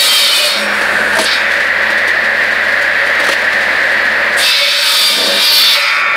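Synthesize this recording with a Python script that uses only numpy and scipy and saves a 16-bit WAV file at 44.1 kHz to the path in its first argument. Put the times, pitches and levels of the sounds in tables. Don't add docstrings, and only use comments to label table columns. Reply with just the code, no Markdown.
import sys
import numpy as np
from scipy import signal
from scipy.fft import rfft, irfft, next_fast_len
from scipy.io import wavfile
from scipy.ndimage import uniform_filter1d, minimum_filter1d

SR = 44100
rng = np.random.default_rng(int(sys.argv[2]) if len(sys.argv) > 2 else 0)


def inscribe(sig):
    pcm = np.round(np.clip(np.atleast_2d(sig).T, -1, 1) * 32767)
    wavfile.write(sys.argv[1], SR, pcm.astype(np.int16))


N = 271656
T = np.arange(N) / SR

# time in seconds, tooth rate in Hz.
TOOTH_RATE = [(0, 632.3), (.13, 633.4), (.3, 613.5), (.45, 581.3), (.7, 642.5), (1.2, 663.6), (4.4, 666),
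              (4.6, 647), (4.85, 641.4), (4.98, 633), (5.1, 606.5), (5.3, 582.2), (5.5, 630.8),
              (5.8, 672.7), (6.16, 677)]
FREE_HZ, LABOURING_HZ, TEETH_PER_ENGINE_TURN = 667.3, 608, 16.7
# multiple of the shaft rate, level in dB.
ENGINE_LINES = [(1, -40.5), (2, -39.5), (3, -59), (5, -54), (6, -69)]
# time in seconds, engine gain in dB, machinery gain in dB.
BACKGROUND_GAINS = [(0, 11, 15.5), (.5, 3, 9.5), (.8, 7.5, 2), (1.2, 9.5, 0), (1.35, 5, -0.5),
                    (4.42, 4.5, 1.5), (4.58, -1, -7), (5.0, -10, -22), (5.3, 0, -2), (5.85, 6, 4)]
# time in seconds, opening from 0 to 1.
GUARD_OPENING = [(0, 0.95), (1.15, 1), (1.65, 0), (4.25, 0.05), (4.8, 0.96), (5.6, 0.95), (6.16, 0.28)]

# frequency in Hz, relative density in dB.
MACHINE_SPECTRUM = [(20, 7), (45, -12), (70, -15), (140, -13.5), (210, -10.5), (330, -5), (430, -9),
                    (580, -5), (760, -2.5), (1150, -1), (2300, 2.5), (3000, -6.5), (4500, -9),
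                    (6200, -26.5), (9500, -31.5), (15500, -35.5)]
BARK_SPECTRUM = [(300, -15), (900, -23), (2500, 5), (4300, 4), (6200, -6), (8500, -10.5), (11200, -12.5),
                 (12500, -19), (15500, -20)]
DUST_SPECTRUM = [(2000, -41), (5500, 8), (7000, 17), (9500, 18), (12500, 9), (15500, 3)]
SIZZLE_SPECTRUM = [(6000, -35), (10000, -7), (12000, 4), (13800, -1), (15500, -5)]
SHIMMER_SPECTRUM = [(500, -29), (900, -5), (1400, -8), (2400, -16), (2900, -3), (4800, -36), (6500, -16),
                    (15500, -64)]
RASP_SPECTRUM = [(100, -30), (400, -27), (850, -7), (1300, -1), (2000, -2), (2700, 1.5), (3300, 3.5),
                 (3700, 6.5), (4100, 5), (4700, 3), (5300, 0), (6100, -14), (9000, -25), (15500, -44)]

# frequency in Hz, width in Hz, gain in dB.
GUARD_MODES = [(218.5, 5.8, 12), (562.4, 3.6, 12.5), (573, 80, 15.5)]
LOG_MODES = [(218, 19, -2.5), (274, 25, -5), (329, 38, -3), (417, 51, -5), (488, 44, 1.5), (638, 31, 2.5),
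             (896, 80, -8)]
CRADLE_MODES = [(560, 18, 10), (856, 88, 4), (1030, 150, -12), (1230, 190, 2)]
FITTING_MODES = [(6670, 280, 1.5), (7700, 310, 7), (8820, 540, 7.5), (9880, 550, 4.5), (10880, 510, 1)]
KERF_MODES = [(2210, 30, 10), (2750, 20, 25), (2920, 370, 11.5), (3720, 140, 6), (3930, 68, -15),
              (3640, 210, 18), (4470, 52, 27), (4390, 47, 1), (4320, 70, -2), (4540, 34, 2), (5020, 22, -1)]
# frequency in Hz, relative level in dB.
FREE_DISC_MODES = [(888, -8), (1061, -9), (1141, 0.5), (1271, 0.5), (1357, 5), (1400, 1), (1445, -1.5),
                   (1481, 2), (1608, 0), (1776, 3), (1820, 3), (1925, 1.5), (2013, 5.5), (2073, -3),
                   (2132, 4.5), (2218, 4), (2245, 9), (2347, 0), (2401, 8.5), (2490, 1.5), (2555, 5),
                   (2697, 1.5), (3198, -7), (3575, 0.5), (3661, -11), (3741, -9), (3938, -12), (4237, -25),
                   (4990, -6), (5426, -8)]
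PRESSED_DISC_MODES = [(1270, -16.5), (1355, -21), (1518, -16), (1776, -18), (1918, -9.5), (2024, -10.5),
                      (2238, -7.5), (2320, -4.5), (2392, -11), (2487, -10.5), (2573, -16), (2826, -8.5),
                      (3063, -6), (3150, -6), (3262, -12), (3343, -16), (3530, 0), (3612, -3), (3644, -4),
                      (3780, -1), (3941, -5), (4080, -8), (4150, -17), (4299, -4), (4377, -3), (4483, -6),
                      (4560, -2), (4694, -2.5), (4775, -5.5), (4920, -6), (5146, -9.5), (5275, -20),
                      (5425, -10), (5520, -26), (5630, -23)]

# time in seconds, bite in dB.
FIRST_CUT = [(0, 9.5), (.1, 6), (.155, 10), (.3, 2), (.46, -3), (.53, -9.5), (.6, -17.5), (.72, -41)]
GRAZE = [(1.17, -50), (1.24, -34), (1.26, -14), (1.305, -18.5), (1.335, -14.5), (1.41, -33), (1.55, -47)]
SECOND_CUT = [(4.36, -48), (4.38, -24), (4.47, -4.5), (4.6, -8.5), (4.82, -10), (5.06, 1), (5.15, -5),
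              (5.35, -12), (5.405, -8), (5.48, 6), (5.58, 18), (5.74, 10), (5.785, 0), (5.87, -5.5),
              (6.0, -20.5), (6.16, -61)]
# bite curve, then side rubbing, sawdust and high sizzle in dB, # all at a bite of 0 dB
PASSES = [(FIRST_CUT, -1.4, -14.5, -22.5), (GRAZE, -1.08, -18, -26), (SECOND_CUT, -6.5, -17.5, -22.5)]

# peak time and half length in seconds, level in dB.
SLIDES = [(1.196, 0.068, -26), (3.31, 0.22, -30.5), (3.593, 0.072, -33)]
# start in seconds, then thud, clack, cradle ring and clatter gains in dB.
KNOCKS = [(0.812, -19, -21, -45, -32), (1.131, -35, -32, -24, -28), (1.151, -30, -26, -30, -21),
          (1.168, -16.5, -28, -27, -23), (1.187, -5.5, -8, -30, -12), (1.211, -25, -19, -35, -12),
          (1.226, -37, -33, -41, -17), (1.24, -23, -29, -34, -13), (1.599, -47, -22, -45, -35),
          (1.901, -34, -24, -25, -43), (2.075, -25, -20, -42, -30), (3.061, -32, -33, -44, -31),
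          (3.197, -28, -20, -25, -28), (3.239, -29, -19, -27, -28), (3.268, -30, -37, -17.5, -32),
          (3.288, -18.5, -18.5, -16.5, -23), (3.331, -27, -22, -22, -34), (3.916, -45, -27, -42, -36),
          (4.049, -38, -34, -40, -32)]
# peak time and half length in seconds, chatter in dB, drone in dB.
JUDDERS = [(0.645, 0.098, -29, -22), (1.006, 0.11, -26, -30), (5.244, 0.15, -16, -25)]
# peak time and half length in seconds, pitch in Hz, level in dB, throb 0 to 1.
GUARD_HUMS = [(0.03, 0.092, 564, -8, 0.66), (0.458, 0.072, 593, -9, 0.3), (0.583, 0.1, 561, -18, 0.6),
              (4.616, 0.21, 565.6, -20, 0.7), (5.303, 0.076, 559.4, -15, 0.35),
              (5.79, 0.054, 566, -10, 0.7)]
# peak time and half length in seconds, dust gain in dB, sizzle gain in
# dB.
DUST_SPURTS = [(.08, .03, 3, -5), (0.168, 0.051, 4.5, 1), (0.37, 0.041, 3.5, 1), (0.673, 0.067, 9, -2),
               (4.954, 0.13, 3, 5), (5.523, 0.12, -3, 7)]
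# peak time in seconds, pitch in Hz, level in dB, t60 in seconds.
AFTER_RINGS = [(.6, 5500, -25, 0.7), (5.83, 4920, -9.5, 0.65)]
# peak time and half length in seconds, multiple of the tooth rate, dB re the bite.
SQUEALS = [(0.047, 0.12, 2, -13.5), (.13, 0.036, 5, 3), (0.36, 0.17, 5, -4.5), (0.25, 0.15, 6, -7),
           (0.27, 0.13, 7, -6), (4.64, 0.35, 4, -8), (4.93, 0.12, 2, -13.5), (5.17, 0.11, 2, -13),
           (5.8, 0.05, 6, -3)]
# peak time and half length in seconds, pitch in Hz, dB re the bite.
SHRIEKS = [(0.01, 0.049, 4500, -7), (0.014, .05, 1920, -10), (0.3, .06, 2330, -19),
           (0.412, 0.1, 2486, -4.5), (0.533, 0.11, 4300, -4), (0.59, 0.13, 3690, -4),
           (4.614, 0.066, 2230, -4), (4.65, 0.14, 3570, -3.5), (5.068, 0.038, 4700, -1),
           (5.465, 0.13, 4795, -5), (5.533, 0.27, 1199, -22), (5.45, 0.081, 3310, -9),
           (5.47, 0.16, 2404, -11), (5.56, 0.14, 3941, -14), (5.54, 0.28, 4360, -12),
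           (5.554, 0.15, 4479, -7), (5.708, 0.079, 3645, -16)]


def undb(db):
    return 10 ** (np.asarray(db) / 20)


def level(x, db=0):
    return x * undb(db) / np.sqrt(np.mean(x ** 2))


def curves(table):
    times, *columns = np.transpose(table)
    return [np.interp(T, times, column) for column in columns]


def swell(peak_s, half_s):
    return np.exp(-((T - peak_s) / half_s) ** 2)


def noise():
    return rng.standard_normal(N)


def walk(rate):
    return 1.3 * np.interp(T * rate, np.arange(4096), rng.standard_normal(4096))


def turns(hz):
    return np.cumsum(hz) / SR


def tone(hz, wander, rate):
    return np.sin(2 * np.pi * (turns(hz * np.ones(N)) + rng.random() + wander * walk(rate)))


def butter(x, order, hz, kind):
    return signal.sosfilt(signal.butter(order, hz, kind, fs=SR, output="sos"), x)


def high_pass(x, hz):
    return butter(x, 4, hz, "high")


def colour(x, spectrum):
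    hz, db = np.transpose(spectrum)
    size = next_fast_len(N + 4096)
    bins = np.maximum(np.fft.rfftfreq(size, 1 / SR), 1)
    gain = undb(np.interp(np.log(bins), np.log(hz), db))
    return irfft(rfft(x, size) * level(gain), size)[:N]


def resonate(x, modes):
    return sum(undb(db) * signal.lfilter(*signal.iirpeak(hz, hz / width, SR), x)
               for hz, width, db in modes)


def plate(x, low_hz, high_hz, spacing_hz, width_hz, spread_db=2):
    centres = np.arange(low_hz, high_hz, spacing_hz)
    scatter = rng.standard_normal((len(centres), 2))
    modes = [(hz + spacing_hz * shift / 4, width_hz, spread_db * size)
             for hz, (shift, size) in zip(centres, scatter)]
    return level(resonate(x, modes))


def ring_down(drive, t60):
    keep = np.exp(-2 * np.log(1000) / (SR * t60))
    return np.sqrt(signal.lfilter([1 - keep], [1, -keep], drive ** 2))


def engine(tooth_hz, gain_db):
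    shaft = 2 * np.pi * turns(tooth_hz / TEETH_PER_ENGINE_TURN)
    lines = sum(level(np.sin(multiple * shaft + rng.uniform(0, 2 * np.pi)), db)
                for multiple, db in ENGINE_LINES)
    return lines * undb(gain_db + .5 * walk(9))


def machinery(tooth_hz, gain_db, throb=0.087):
    firing = 2 * turns(tooth_hz / TEETH_PER_ENGINE_TURN)
    rush = noise() * (1 + throb * np.cos(2 * np.pi * firing)) * undb(0.76 * walk(14))
    boom = level(resonate(noise(), GUARD_MODES), -27)
    return (level(colour(rush, MACHINE_SPECTRUM), -20.5) + boom) * undb(gain_db)


def air_hiss(opening, open_db=-37.75, shut_loss_db=13.5, flicker_db=2.2):
    hiss = level(colour(noise(), DUST_SPECTRUM), open_db)
    return hiss * undb(-shut_loss_db * (1 - opening) - flicker_db * walk(16))


def whistle(opening, bite, shut_hz=1805, open_drop_hz=130, half_width_hz=195):
    eddies = butter(noise() + 1j * noise(), 2, half_width_hz, "low")
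    band = np.real(eddies * np.exp(2j * np.pi * turns(shut_hz - open_drop_hz * opening)))
    return level(band, -15) * undb(-0.5 * opening) / (1 + bite)


def bark_rattle(per_second=30, spread_db=4, tick_s=0.027):
    hits = (rng.random(N) < per_second / SR) * undb(spread_db * np.minimum(rng.exponential(size=N), 2))
    decays = signal.lfilter([1], [1, -np.exp(-1 / (tick_s * SR))], hits)
    ticks = uniform_filter1d(decays, size=300)
    return level(colour(noise() * ticks, BARK_SPECTRUM), -37)


def scraping(rough_db=6):
    pressure = sum(undb(db) * swell(s, half_s) for s, half_s, db in SLIDES)
    jerks = noise() * undb(rough_db * walk(90))
    return level(colour(jerks, BARK_SPECTRUM)) * pressure


def knocks(contact_s=.009, crush_s=.003, clack_s=0.023, clatter_s=0.0082):
    thud, ring, clack, clatter = np.zeros((4, N))
    for s, thud_db, clack_db, ring_db, clatter_db in KNOCKS:
        age = np.maximum(T - s, 0)
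        blow = (T >= s) * np.exp(-age / contact_s)
        crush = 1 - np.exp(-age / crush_s)
        thud += undb(thud_db) * blow
        ring += undb(ring_db) * blow
        clack += crush * undb(clack_db) * np.exp(-age / clack_s)
        clatter += crush * undb(clatter_db) * np.exp(-age / clatter_s)
    grit = noise()

    def struck(force, modes):
        return resonate(grit * force, modes) / np.std(resonate(grit, modes))

    log_and_bed = 2 * high_pass(struck(thud, LOG_MODES) + struck(ring, CRADLE_MODES), 234)
    fittings = butter(struck(clatter, FITTING_MODES), 6, [5000, 11500], "band")
    return log_and_bed + colour(noise() * clack, BARK_SPECTRUM) + fittings


def guard_boom(bite):
    boom = resonate(resonate(noise(), GUARD_MODES), GUARD_MODES)
    return high_pass(level(boom, -19.5) * bite ** 0.98, 145)


def log_chatter(bite, drone_hz=207, waver=0.0118):
    shaking, dragging = bite * undb(-25), 0
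    for s, half_s, chatter_db, drone_db in JUDDERS:
        shaking += undb(chatter_db) * swell(s, half_s)
        dragging += undb(drone_db) * swell(s, half_s)
    chatter = level(resonate(noise(), LOG_MODES)) * shaking
    phase = turns(drone_hz * (1 + waver * walk(35)))
    drone = level(np.sin(2 * np.pi * phase) * undb(2 * walk(24.5))) * dragging
    return high_pass(chatter, 145) + drone


def guard_hums(wander=0.039, flutter_db=2.5, beat_hz=16):
    out = 0
    for s, half_s, hz, db, throb in GUARD_HUMS:
        pair = tone(hz, wander, rate=50) + throb * tone(hz + beat_hz, wander, rate=50)
        out += level(pair * undb(flutter_db * walk(45)), db) * swell(s, half_s)
    return out


def dust_and_sizzle(dust, spray, grain_db=2, gust_db=1.54, entry_s=4.363, rise_s=.02, fade_s=.2):
    chips = noise() * undb(grain_db * rng.exponential(size=N) + gust_db * walk(22.02))
    ringing = plate(chips, 5600, 15600, spacing_hz=260, width_hz=60)
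    for s, half_s, coarse_db, fine_db in DUST_SPURTS:
        dust = dust * undb(coarse_db * swell(s, half_s))
        spray = spray * undb(fine_db * swell(s, half_s))
    age = T - entry_s
    burst = undb(-25) * np.clip(age / rise_s, 0, 1) * np.exp(-np.abs(age) / fade_s)
    coarse = level(high_pass(colour(ringing, DUST_SPECTRUM), 2000))
    fine = level(colour(level(chips) + ringing, SIZZLE_SPECTRUM))
    return coarse * (dust + burst) + fine * spray


def disc_ring(rub, t60_at_1khz=2.77, beating=.33, flutter=.16):
    out = level(colour(noise(), SHIMMER_SPECTRUM), -10) * ring_down(rub, t60=0.88)
    for hz, db in FREE_DISC_MODES:
        t60 = t60_at_1khz * (1000 / hz) ** 0.77
        sway = 1 + beating * (walk(25) + 1j * walk(25)) + flutter * walk(110)
        mode = np.real(sway * np.exp(2j * np.pi * (hz * T + rng.random())))
        out += undb(db - 11) * ring_down(rub, t60) * mode
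    return out


def after_rings(rise_s=0.045):
    out = 0
    for s, hz, db, t60 in AFTER_RINGS:
        decay = np.exp(-np.log(1000) * np.abs(T - s) / t60)
        envelope = np.where(T < s, swell(s, rise_s), decay)
        out += level(tone(hz, wander=.04, rate=37), db) * envelope
    return out


def screech(force, swell_db=3):
    modes = sum(resonate(force, [mode]) * undb(swell_db * walk(9)) for mode in KERF_MODES)
    return level(high_pass(modes, 830), -9)


def squeals(tooth_phase, wander=.01, flutter_db=3):
    out = 0
    for s, half_s, multiple, db in SQUEALS:
        whine = np.sin(2 * np.pi * multiple * (tooth_phase + wander * walk(200)))
        out += level(whine * undb(flutter_db * walk(90)), db) * swell(s, half_s)
    return out


def scream(drift=.004, wander=.155, swell_db=4, flutter_db=2):
    held = sum(tone(hz * (1 + drift * walk(4)), wander, rate=70) * undb(db + swell_db * walk(8.6))
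               for hz, db in PRESSED_DISC_MODES)
    out = level(held, -3)
    for s, half_s, hz, db in SHRIEKS:
        shriek = tone(hz, wander, rate=70) * undb(flutter_db * walk(60))
        out += level(shriek, db) * swell(s, half_s)
    return out


def contact_with_wood(load, grip_db=-23, dust_load_db=5, spray_growth=1.32):
    bite, rub, dust, spray = undb(-90), 0, 0, 0
    for curve, rub_db, dust_db, spray_db in PASSES:
        touching = (T >= curve[0][0] - .03) * (T <= curve[-1][0] + .03)
        gain = undb(curves(curve)[0]) * touching
        bite += gain
        rub += gain * undb(rub_db)
        dust += gain * undb(dust_db)
        spray += gain ** spray_growth * undb(spray_db)
    return bite, rub * undb(grip_db * load), dust * undb(dust_load_db * load), spray


def cutting(tooth_hz, bite, scatter_db=2, slip=0.083, strike_share=0.024, tear_share=0.1):
    tooth_phase = turns(tooth_hz * (1 + .005 * walk(150)))
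    contact = tooth_phase + slip * walk(600)
    strength = undb(scatter_db * rng.standard_normal(8192))[contact.astype(int) % 8192]
    along_gap = contact % 1
    strikes = strength * np.exp(-((along_gap - .5) / strike_share) ** 2)
    tearing = strength * noise() * np.exp(-((along_gap + .5) % 1) / tear_share)
    force = high_pass(level(tearing) + level(strikes, -12), 370)
    ringing = plate(force, 900, 6400, spacing_hz=85, width_hz=16)
    rasp = level(colour(ringing + .45 * level(force), RASP_SPECTRUM), -1)
    return (rasp + screech(force) + squeals(tooth_phase) + scream()) * bite


def scene():
    tooth_hz, = curves(TOOTH_RATE)
    opening, = curves(GUARD_OPENING)
    engine_db, machinery_db = curves(BACKGROUND_GAINS)
    load = np.clip((FREE_HZ - tooth_hz) / (FREE_HZ - LABOURING_HZ), 0, 1)
    bite, rub, dust, spray = contact_with_wood(load)
    drive = engine(tooth_hz, engine_db) + machinery(tooth_hz, machinery_db)
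    air = whistle(opening, bite) + air_hiss(opening)
    sawing = cutting(tooth_hz, bite) + dust_and_sizzle(dust, spray)
    shaking = guard_boom(bite) + log_chatter(bite) + guard_hums()
    ringing = disc_ring(rub) + after_rings()
    wood = knocks() + scraping() + bark_rattle()
    return (drive + air + sawing + shaking + ringing + wood)[None]


def gain_control(x, follow_s=0.055, target_db=-11, ratio=4):
    keep = np.exp(-1 / (follow_s * SR))
    power, _ = signal.lfilter([1 - keep], [1, -keep], x ** 2, zi=[np.mean(x[:1024] ** 2)])
    return x * (undb(target_db) / np.sqrt(power)) ** (1 - 1 / ratio)


def limiter(x, ceiling=.76, hold_samples=41):
    gain = ceiling / np.maximum(np.abs(x), ceiling)
    return x * uniform_filter1d(minimum_filter1d(gain, hold_samples), hold_samples)


def record(dry, overload_db=23, bass_hz=160, top_hz=15800):
    x = undb(overload_db) * np.tanh(dry[0] / undb(overload_db))
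    x = butter(x, 2, bass_hz, "high")
    top_cut = signal.firwin(401, top_hz, fs=SR)
    x = signal.fftconvolve(x, top_cut, "same")
    x = limiter(gain_control(x))
    return signal.fftconvolve(x, top_cut, "same")[None]


dry = scene()
out = record(dry)
inscribe(out)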